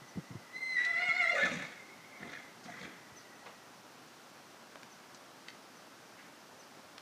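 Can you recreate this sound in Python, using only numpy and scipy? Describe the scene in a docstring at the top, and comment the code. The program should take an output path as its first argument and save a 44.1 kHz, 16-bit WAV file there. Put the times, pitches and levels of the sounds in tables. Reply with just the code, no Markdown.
"""Hooves thud in the sand of a fenced arena, over a quiet outdoor hush and a very faint tone near 2 kHz; then a
horse whinnies: a high whistle (jittered oscillator), joined by a lower wavering voice (fraying harmonics),
breaks into squeaks, a groan and a rough rattle (pulses and air in throat resonances) and ends in two soft
nickers. Tack clicks (filtered noise), wood knocks (decaying modes), a small bird chips far off (gliding sine).
All but the thuds and the hush come back from ground and fence by discrete echoes and a thin noise tail."""
import sys
import numpy as np
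from scipy import signal
from scipy.fft import rfft, irfft
from scipy.io import wavfile

SR = 44100
rng = np.random.default_rng(int(sys.argv[2]) if len(sys.argv) > 2 else 0)


def generate_wav(sig):
    """Save sig (samples, or channels by samples) to the path in sys.argv[1] as 16-bit PCM at SR."""
    pcm = np.round(np.clip(np.atleast_2d(sig).T, -1, 1) * 32767).astype(np.int16)
    wavfile.write(sys.argv[1], SR, pcm)


N = 309141
TIME = np.arange(N) / SR  # s
FREQ = np.fft.rfftfreq(N, 1 / SR) + 1e-3  # Hz, kept off zero for the divisions
LN_60_DB = np.log(1000)  # a fall of 60 dB, in nepers


def undb(db):
    """Decibels to gain."""
    return 10 ** (np.asarray(db) / 20)


def unit(x):
    """Scale to standard deviation 1."""
    return x / np.std(x)


def track(rows, axis):
    """One column of a curve, read at every sample."""
    rows = np.array(rows)
    return np.interp(TIME, rows[:, 0], rows[:, axis])


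def sounding(rows):
    """Gate that is open between the first and last time of a curve."""
    return (TIME > rows[0][0]) * (TIME < rows[-1][0])


def colour_db(points, hz):
    """Read a spectrum on a log-frequency axis."""
    f, db = np.transpose(points)
    return np.interp(np.log(hz), np.log(f), db)


def shape(x, gain):
    """Filter by a gain per frequency, then level to spread 1."""
    return unit(irfft(rfft(x) * gain, N))


def resonance(hz, width):
    """Gain of a steep resonance: a band-pass applied twice."""
    return 1 / (1 + ((FREQ ** 2 - hz ** 2) / (FREQ * width)) ** 2)


def noise():
    """White noise."""
    return rng.standard_normal(N)


def walk(rate, size=16384):
    """Smooth bounded chance with spread 1, changing about rate times a second."""
    slow = irfft(rfft(rng.standard_normal(size)) / (1 + (FREQ[:size // 2 + 1] / rate) ** 4))
    bounded = unit(np.tanh(.5 * unit(slow)))
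    return np.interp(TIME, np.linspace(0, TIME[-1], size), bounded)


def turn(hz):
    """Phase of an oscillator, in radians."""
    return 2 * np.pi * np.cumsum(hz) / SR


def ramp(start, length):
    """Rise from 0 to 1 in a straight line."""
    return np.clip((TIME - start) / length, 0, 1)


def envelope(start, attack, hold, release):
    """A straight rise, a hold and an exponential fall."""
    fall = np.exp(-np.clip((TIME - start - attack - hold) / release, 0, 50))
    return ramp(start, attack) * fall


def pulses(phase, scatter_db):
    """One pulse of uneven strength for each turn of a phase."""
    ticks = np.diff(np.floor(phase / (2 * np.pi)), prepend=0)
    return unit(ticks * undb(scatter_db * walk(100)))


def whistle(curve, own_tilt_db, shimmer_db=3, hiss_db=-17):
    """A high oscillator: brighter and clearer at first, then trembling, duller and wrapped in a narrow hiss."""
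    # overtones of the whistle: multiple, level/dB
    overtones = [(1, 0), (2, -13.5), (3, -25.5), (4, -28.5), (5, -40)]
    early_rough, late_rough = 0.36, 0.75
    # about half a second into the call the whistle quickly turns rougher
    rough = early_rough + (late_rough - early_rough) * ramp(0.99, 0.06)
    blowing = ramp(0.63, 0.22)
    jitter = 0.009 * walk(70) + 0.009 * blowing * walk(350)
    phase = turn(track(curve, 1) * (1 + rough * jitter))
    # the whistle cracks into a duller register, 6 dB per octave darker
    tilt_db = own_tilt_db - 6 * ramp(0.755, .01)
    tone = np.zeros(N)
    for multiple, db in overtones:
        tone += undb(db + tilt_db * np.log2(multiple)) * np.sin(round(multiple) * phase)
    tone = tone * undb(2.0 + shimmer_db * rough * walk(99))
    hiss = shape(noise(), resonance(1950, 1000) + undb(-21) * resonance(5400, 1200))
    return (tone + undb(hiss_db) * blowing * hiss) * undb(track(curve, 2)) * sounding(curve)


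def voice(flap, tilt_db=0.17, rough=.18, fray_rad=.11):
    """The vocal folds quaver in uneven arches; flapping adds faint sidebands."""
    # the lower voice swells in and quavers: t/s, f/Hz, level/dB
    quaver = [(0.86, 685, -53), (0.914, 692.4, -47), (0.948, 656.5, -50), (1.0, 713, -46),
              (1.032, 712, -41), (1.068, 731.5, -46.5), (1.09, 670, -42), (1.122, 685.7, -48.5),
              (1.165, 736.7, -44.5), (1.202, 721.8, -39.5), (1.225, 692.4, -41), (1.252, 655, -45.5),
              (1.296, 684.6, -40), (1.33, 706.7, -38), (1.355, 698, -45), (1.378, 680, -72)]
    # colour of the lower voice, read at each harmonic: f/Hz, level/dB
    colour = [(650, -0.5), (720, -0.5), (1100, -6), (1340, 2.5), (1460, 0.5), (1700, -27), (2140, 11.5),
              (2450, -19), (2850, -2), (3080, -8), (3550, -10.5), (4200, -12.5), (4600, -19.5), (5200, -18),
              (6000, -26.5), (8100, -26.5), (9000, -42)]
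    hz = track(quaver, 1) + 4 * walk(30)  # pitch wanders by 4 Hz
    phase = turn(hz * (1 + 0.005 * walk(410) + 0.006 * walk(85)))
    tone = np.zeros(N)
    # each harmonic flickers and frays on its own, the high ones most
    for k in np.arange(1, 13):
        flicker_db = 2 * np.sqrt(k) * walk(31)
        db = colour_db(colour, k * hz) + tilt_db * np.log2(k) + flicker_db
        tone += undb(db) * np.sin(k * phase + fray_rad * (k - 1) * walk(90))
    roughness = 1 + rough * (np.sin(flap) + walk(110))
    return tone * roughness * undb(track(quaver, 2)) * sounding(quaver)


def squeaks(wobble_rad=0.38, overtone_db=-23, arch=.025):
    """The voice catches and breaks in short squeaks, each an arch of pitch under a bell-shaped envelope."""
    # squeaks, timed at their middles: t/s, f/Hz, level/dB, length/s, glide/(Hz/s)
    catches = [(1.115, 2030, -31, .007, -5), (1.168, 2120, -24.5, 0.0073, 0), (1.242, 2020, -25, 0.006, 0),
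               (1.276, 2090, -23.5, 0.006, 0), (1.302, 2120, -23.5, 0.01213, 0),
               (1.322, 630, -39, .0094, -3000), (1.363, 1900, -32, 0.024, -7000),
               (1.37, 1230, -35.5, 0.0191, -2000), (1.387, 1755, -33, .022, 0),
               (1.398, 1495, -31.5, 0.04, -1000), (1.413, 3730, -43.5, .05, 3),
               (1.426, 2130, -31, .035, 2000), (1.437, 1760, -25, 0.038, -7),
               (1.465, 1480, -35, 0.019, -3000), (1.468, 2080, -36, .02, -1500),
               (1.476, 1330, -37, 0.023, -3500), (1.524, 3700, -50, 0.046, 4),
               (2.232, 1792, -40.5, 0.008, 0), (2.353, 1850, -39, 0.0056, 0),
               (2.374, 1710, -39.5, 0.0068, -2), (2.692, 718, -44.5, 0.027, -2500),
               (2.837, 1750, -44, 0.0056, 0), (2.843, 3350, -53, 0.019, 0)]
    wobble = wobble_rad * walk(150)
    out = np.zeros(N)
    for at, hz, db, length, glide in catches:
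        near = np.abs(TIME - at) < 2 * length
        t = TIME[near] - at
        edge = (2 * t / length) ** 2
        # the pitch droops by the share arch half a length from the middle
        phase = turn(hz * (1 - arch * edge) + glide * t) + wobble[near]
        tone = np.cos(phase) + undb(overtone_db) * np.cos(2 * phase)
        out[near] += undb(db) * np.exp(-edge) * tone
    return out


def groan(start_s=1.318, start_hz=605, sag_hz_per_s=364, level_db=-39, jitter=0.064, shimmer_db=4):
    """The lower, rougher note that the voice collapses to; it sags as it fades."""
    hz = start_hz - sag_hz_per_s * np.clip(TIME - start_s, 0, .5)
    tone = np.sin(turn(hz * (1 + jitter * walk(131)))) * undb(shimmer_db * walk(115))
    return undb(level_db) * tone * envelope(start_s, 0.0097, 0.12, 0.033)


def flutter(hz=250, jitter=.13, rattle_hz=46, rattle_jitter=.26):
    """Slack folds flap unevenly, in slower rattling groups: the phase of each."""
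    flap = turn(hz * (1 + jitter * walk(113.5)))
    rattle = turn(rattle_hz * (1 + rattle_jitter * walk(40.7)))
    return flap, rattle


def nicker(flap, rattle, rumble_db=-6, lowest_hz=100, soft_hz=1800, patchy_db=3, wander=.02):
    """Flaps of the folds and puffs of air ring a restless throat; the chest growls, all beating with the rattle."""
    # rattling pushes of air that end the whinny and make the nickers:
    # t/s, hold/s, mouth level/dB, chest flutter level/dB, brightness/(dB/octave)
    pushes = [(1.334, 0.024, -36.5, -60.5, -0.5), (1.415, 0.013, -43.5, -42.5, 2.5),
              (1.488, 0.019, -47.5, -46, 4), (1.54, 0.0041, -52, -40.5, -2), (1.604, 0.013, -51.5, -64, 0),
              (2.186, 0.06, -51.5, -51.5, -2), (2.292, 0.027, -53, -62, 5.5), (2.639, 0.041, -50, -51.5, 0),
              (2.73, 0.031, -56.5, -64, 2), (2.792, 0.045, -52.5, -48, 1.5)]
    # resonances of throat and mouth: f/Hz, width/Hz, level for its width/dB
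    throat = [(512, 180, -1), (725, 110, 1), (1350, 310, 0), (1750, 180, -1), (2140, 180, 5),
              (2100, 1340, 0), (2415, 120, 0.5), (3400, 330, -5), (3710, 270, -6), (4220, 1000, -12.5),
              (6370, 2140, -14), (10060, 1100, -38)]
    attack_s, mouth_release_s, chest_release_s = 0.028, 0.069, 0.015
    air_db, rattle_depth, sputter_db = 3, .55, 2
    rattle_top_hz = 3800  # above this the rattle beats the resonances less and less
    _, _, mouth_db, chest_db, tilt_db = np.transpose(pushes)
    centre, width, db = np.transpose(throat)

    beat = np.exp(rattle_depth * np.cos(rattle))
    flaps = shape(pulses(flap, 0.67), 1 / (1 + (FREQ / soft_hz) ** 4))
    puffs = unit(noise() * np.exp(.5 * np.cos(flap)))
    source = rfft(flaps + undb(air_db) * puffs)

    # share of each resonance in each push; the shares of a push add up to its mouth level
    octaves = np.log2(np.clip(centre, 500, 4000) / 1500)
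    share = undb(db[:, None] + np.outer(octaves, tilt_db)) * np.sqrt(width[:, None])
    share = share / np.linalg.norm(share, axis=0) * undb(mouth_db)
    breaths = np.array([envelope(at, attack_s, hold, mouth_release_s) for at, hold, *_ in pushes])

    # the resonances sink by a share as the horse relaxes after the whinny
    relaxed = 1 - .055 * ramp(1.7, .8)
    beat = beat * undb(sputter_db * walk(26))  # the air comes in uneven sputters
    mouth = np.zeros(N)
    # each resonance wanders and flutters on its own
    for hz, wide, gain in zip(centre, width, share @ breaths):
        band = unit(irfft(source * resonance(hz, wide), N))
        read_s = np.cumsum(relaxed * (1 + wander * walk(18))) / SR  # reading slower lowers the pitch
        moving = np.interp(read_s, TIME, band)
        beating = beat ** min(1, rattle_top_hz / hz)
        mouth += gain * unit(moving * beating * undb(patchy_db * walk(32)))

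    growl = np.sin(turn(198 * (1 + .17 * walk(102.3)))) * undb(2 * walk(34))
    rumble = undb(rumble_db) * shape(noise(), resonance(135, 260))
    chest = shape((growl + rumble) * beat, 1 / (1 + (lowest_hz / FREQ) ** 4))
    heaves = np.array([envelope(at, attack_s, hold, chest_release_s) for at, hold, *_ in pushes])
    return mouth + chest * (undb(chest_db) @ heaves)


def notch(x, notch_hz=3024, width_hz=155):
    """The call is darker in one narrow band near 3 kHz."""
    return irfft(rfft(x) * (1 - resonance(notch_hz, width_hz)), N)


def faint_tones(attack_s=0.015, release_s=0.034, flicker_db=3):
    """Very faint tones near 2 kHz, some long and some short: wavering, flickering sines that drift in pitch."""
    # faint tones: t/s, hold/s, f/Hz, level/dB, glide/(Hz/s)
    tones = [(0, 0.53, 1990, -62.5, 5.5), (1.754, 0.053, 2140, -53, -800), (1.878, 0.038, 2156, -55, -400),
             (1.98, 0.057, 2040, -56, 1202), (2.106, 0.07, 2187, -52, -700),
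             (2.204, 0.068, 2060, -53.5, -150), (2.36, .07, 2100, -55.5, -300),
             (2.474, 0.0058, 2060, -58, -400), (2.737, 0.043, 2060, -55, -600),
             (2.957, 0.63, 1958, -64.5, -49)]
    waver = 1 + 0.032 * walk(150) + 0.008 * walk(14)
    notes = np.zeros(N)
    for at, hold, hz, db, glide in tones:
        drifting = hz + glide * np.clip(TIME - at, 0, hold + release_s)
        tone = np.sin(turn(drifting * waver))
        notes += undb(db) * envelope(at, attack_s, hold, release_s) * tone
    return undb(flicker_db * walk(33)) * notes


def hooves(sand_db=-10, attack_s=0.0092, decay_s=0.011, bend=2.11, bend_s=0.0062):
    """Sand damps each thud within a few cycles and adds a dull crunch."""
    # hoof thuds close by: t/s, level/dB, final f/Hz
    thuds = [(0.012, -46.5, 124), (.155, -39.5, 88), (0.17, -29, 136.6), (0.302, -40.5, 106),
             (0.317, -47, 127), (0.347, -36, 100), (1.081, -48.5, 123.5), (3.115, -54.5, 91.4),
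             (3.159, -65, 102)]
    sand = undb(sand_db) * shape(noise(), resonance(180, 230))
    out = np.zeros(N)
    for at, db, hz in thuds:
        # a thud starts high and sinks to its pitch as the sand gives
        pitch = hz * (1 + bend * np.exp(-np.abs(TIME - at) / bend_s)) * (TIME > at)
        out += undb(db) * envelope(at, attack_s, 0, decay_s) * (np.sin(turn(pitch)) + sand)
    return out


def tack(gain_db=-2.0, dull_hz=7200, attack_share=0.063):
    """Short dry clicks and scuffs of noise, each with its own brightness; longer ones start more softly."""
    # clicks of tack and hooves: t/s, level ahead of gain_db/dB, centre f/Hz, width/Hz, 60 dB decay/s
    contacts = [(0.847, -38.5, 3760, 6470, 0.048), (2.634, -52, 5330, 4000, 0.13),
                (3.452, -45.5, 940, 1910, 0.19), (4.756, -39, 790, 1870, 0.017),
                (4.831, -41.5, 1500, 7040, 0.014), (5.145, -48, 6200, 3500, 0.036),
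                (6.16, -54.5, 1870, 1100, 0.52), (6.980, -39, 1700, 6000, 0.017)]
    out = np.zeros(N)
    for at, db, hz, width, t60 in contacts:
        click = shape(noise(), resonance(hz, width) / (1 + (FREQ / dull_hz) ** 4))
        out += undb(db + gain_db) * click * envelope(at, attack_share * t60, 0, t60 / LN_60_DB)
    return out


def knock(crack_db=-9, crack_s=0.0029, dull_hz=6200, lowest_hz=250):
    """A hard knock and its bounces, followed by a reflection, ring a few short woody modes, each hit with a
    crack of noise."""
    # hits of the knock and its quick bounces, then a reflection about 20 ms later: t/s, level/dB
    contacts = [(5.4824, -50), (5.4847, -38), (5.492, -50), (5.503, -48.5)]
    # modes of the wood: f/Hz, level/dB, 60 dB decay/s
    modes = [(950, -17, .02), (1990, -6, 0.035), (2070, -2.5, 0.017), (2600, -6, 0.017), (3120, -5, 0.015),
             (3770, -2, 0.011), (4470, -4, 0.02), (6000, -12, 0.021)]
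    crack = undb(crack_db) * shape(noise(), resonance(1800, 6000))
    t = TIME[:SR // 4]
    ring = np.zeros(len(t))
    for hz, mode_db, t60 in modes:
        ring += undb(mode_db) * np.cos(2 * np.pi * hz * t) * np.exp(-LN_60_DB * t / t60)
    out = np.zeros(N)
    for at, db in contacts:
        start = int(at * SR)
        span = slice(start, start + len(t))
        out[span] += undb(db) * (ring + crack[span] * np.exp(-t / crack_s))
    band = signal.butter(2, [lowest_hz, dull_hz], "band", fs=SR, output="sos")
    return signal.sosfilt(band, out)


def bird():
    """Far-off chips: a sine holds its note, drops and flicks up again."""
    # chips: t/s, level/dB
    calls = [(0.071, -78), (3.156, -72), (4.904, -78), (5.755, -81), (6.584, -77)]
    # shape of one chip: t after its start/s, f/Hz, level added to that of the chip/dB
    chip = [(0, 6120, 2), (.016, 6150, 22), (.028, 5900, 20.5), (0.035, 5060, 14), (.045, 4040, 9),
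            (.053, 4870, 19), (.06, 5200, -24)]
    s, hz, db = np.transpose(chip)
    out = np.zeros(N)
    for at, level_db in calls:
        t = TIME - at
        gain = (t > 0) * (t < s[-1]) * undb(level_db + np.interp(t, s, db))
        out += gain * np.sin(turn(np.interp(t, s, hz)))
    return out


def hush(level_db=-55.5, flicker_db=0.87):
    """Distant air and trees as shaped noise: the lows waver slightly, the hiss stays smooth."""
    # colour of the hush: f/Hz, relative level per Hz/dB
    colour = [(18, -81), (30, -39), (75, -20), (113, -4.5), (253, 1.5), (497, -3), (567, -1), (859, -1.5),
              (1170, -2.5), (1370, -2.5), (2080, -8.5), (3590, -12), (5880, -12), (7430, -18),
              (15000, -26.5)]
    air = shape(noise(), undb(colour_db(colour, FREQ)))
    lows = irfft(rfft(air) / (1 + (FREQ / 1500) ** 2), N)
    hiss = air - lows
    return undb(level_db) * (hiss + lows * undb(flicker_db * walk(50)))


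def arena(x, t60=0.5, wet_db=-13, dull_hz=5000):
    """A few hard reflections, then a thin scatter from trees and roof."""
    # reflections from ground and fence: delay t/s, level/dB
    reflections = [(.0125, -10), (.027, -12.5), (.061, -19), (.18, -18.5)]
    scatter = shape(noise(), 1 / (1 + (FREQ / dull_hz) ** 2))
    tail = scatter * np.exp(-LN_60_DB * TIME / t60) * (TIME > .015)
    response = undb(wet_db) * tail / np.sqrt(np.sum(tail ** 2))
    for delay, db in reflections:
        response[int(delay * SR)] += undb(db)
    return signal.fftconvolve(x, response)[:N]


def scene():
    """Horse and bird ring in the arena; squeaks, clicks and knocks sit drier, thuds and hush fully dry."""
    # the high whistle that starts the call alone: t/s, f/Hz, level/dB
    first_curve = [(0.5, 1935, -67), (0.568, 2050, -35), (0.602, 2110, -54), (0.614, 2070, -37.5),
                   (0.745, 2031, -32.5), (.763, 1997, -39), (0.767, 1945, -25.5), (.802, 1950, -25),
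                   (0.825, 1957, -27), (.875, 1975, -31.5), (.898, 1998, -33), (.92, 2010, -36.5),
                   (0.97, 2022, -32), (1.07, 2010, -50), (1.105, 2025, -34), (1.14, 2055, -46),
                   (1.2, 2040, -47), (1.26, 1945, -30.5), (1.3, 2000, -40), (1.35, 1990, -47),
                   (1.39, 1950, -71)]
    # a second whistle splits off just above and beats with the first: t/s, f/Hz, level/dB
    second_curve = [(0.94, 2100, -51), (0.98, 2135, -36), (1.035, 2158, -31), (1.065, 2160, -43),
                    (1.095, 2150, -28.5), (1.125, 2160, -37), (1.16, 2200, -33.5), (1.21, 2200, -44),
                    (1.245, 2090, -35), (1.27, 2085, -39), (1.3, 2135, -44), (1.335, 2100, -51),
                    (1.38, 2080, -66)]
    flap, rattle = flutter()
    whistles = whistle(first_curve, own_tilt_db=-2) + whistle(second_curve, own_tilt_db=-5)
    call = notch(whistles + voice(flap) + groan() + nicker(flap, rattle))
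    far = call + faint_tones() + bird()
    catches = squeaks()
    clicks = tack() + knock()
    echo = arena(far + undb(-7.5) * catches + undb(-4) * clicks)
    mix = undb(-1.5) * far + catches + echo + clicks + hooves() + hush()
    return mix[None]


def record(dry, top_hz=15330):
    """The recorder behind the microphone cuts the top steeply."""
    return signal.sosfilt(signal.ellip(12, .1, 70, top_hz, fs=SR, output="sos"), dry)


dry = scene()
out = record(dry)
generate_wav(out)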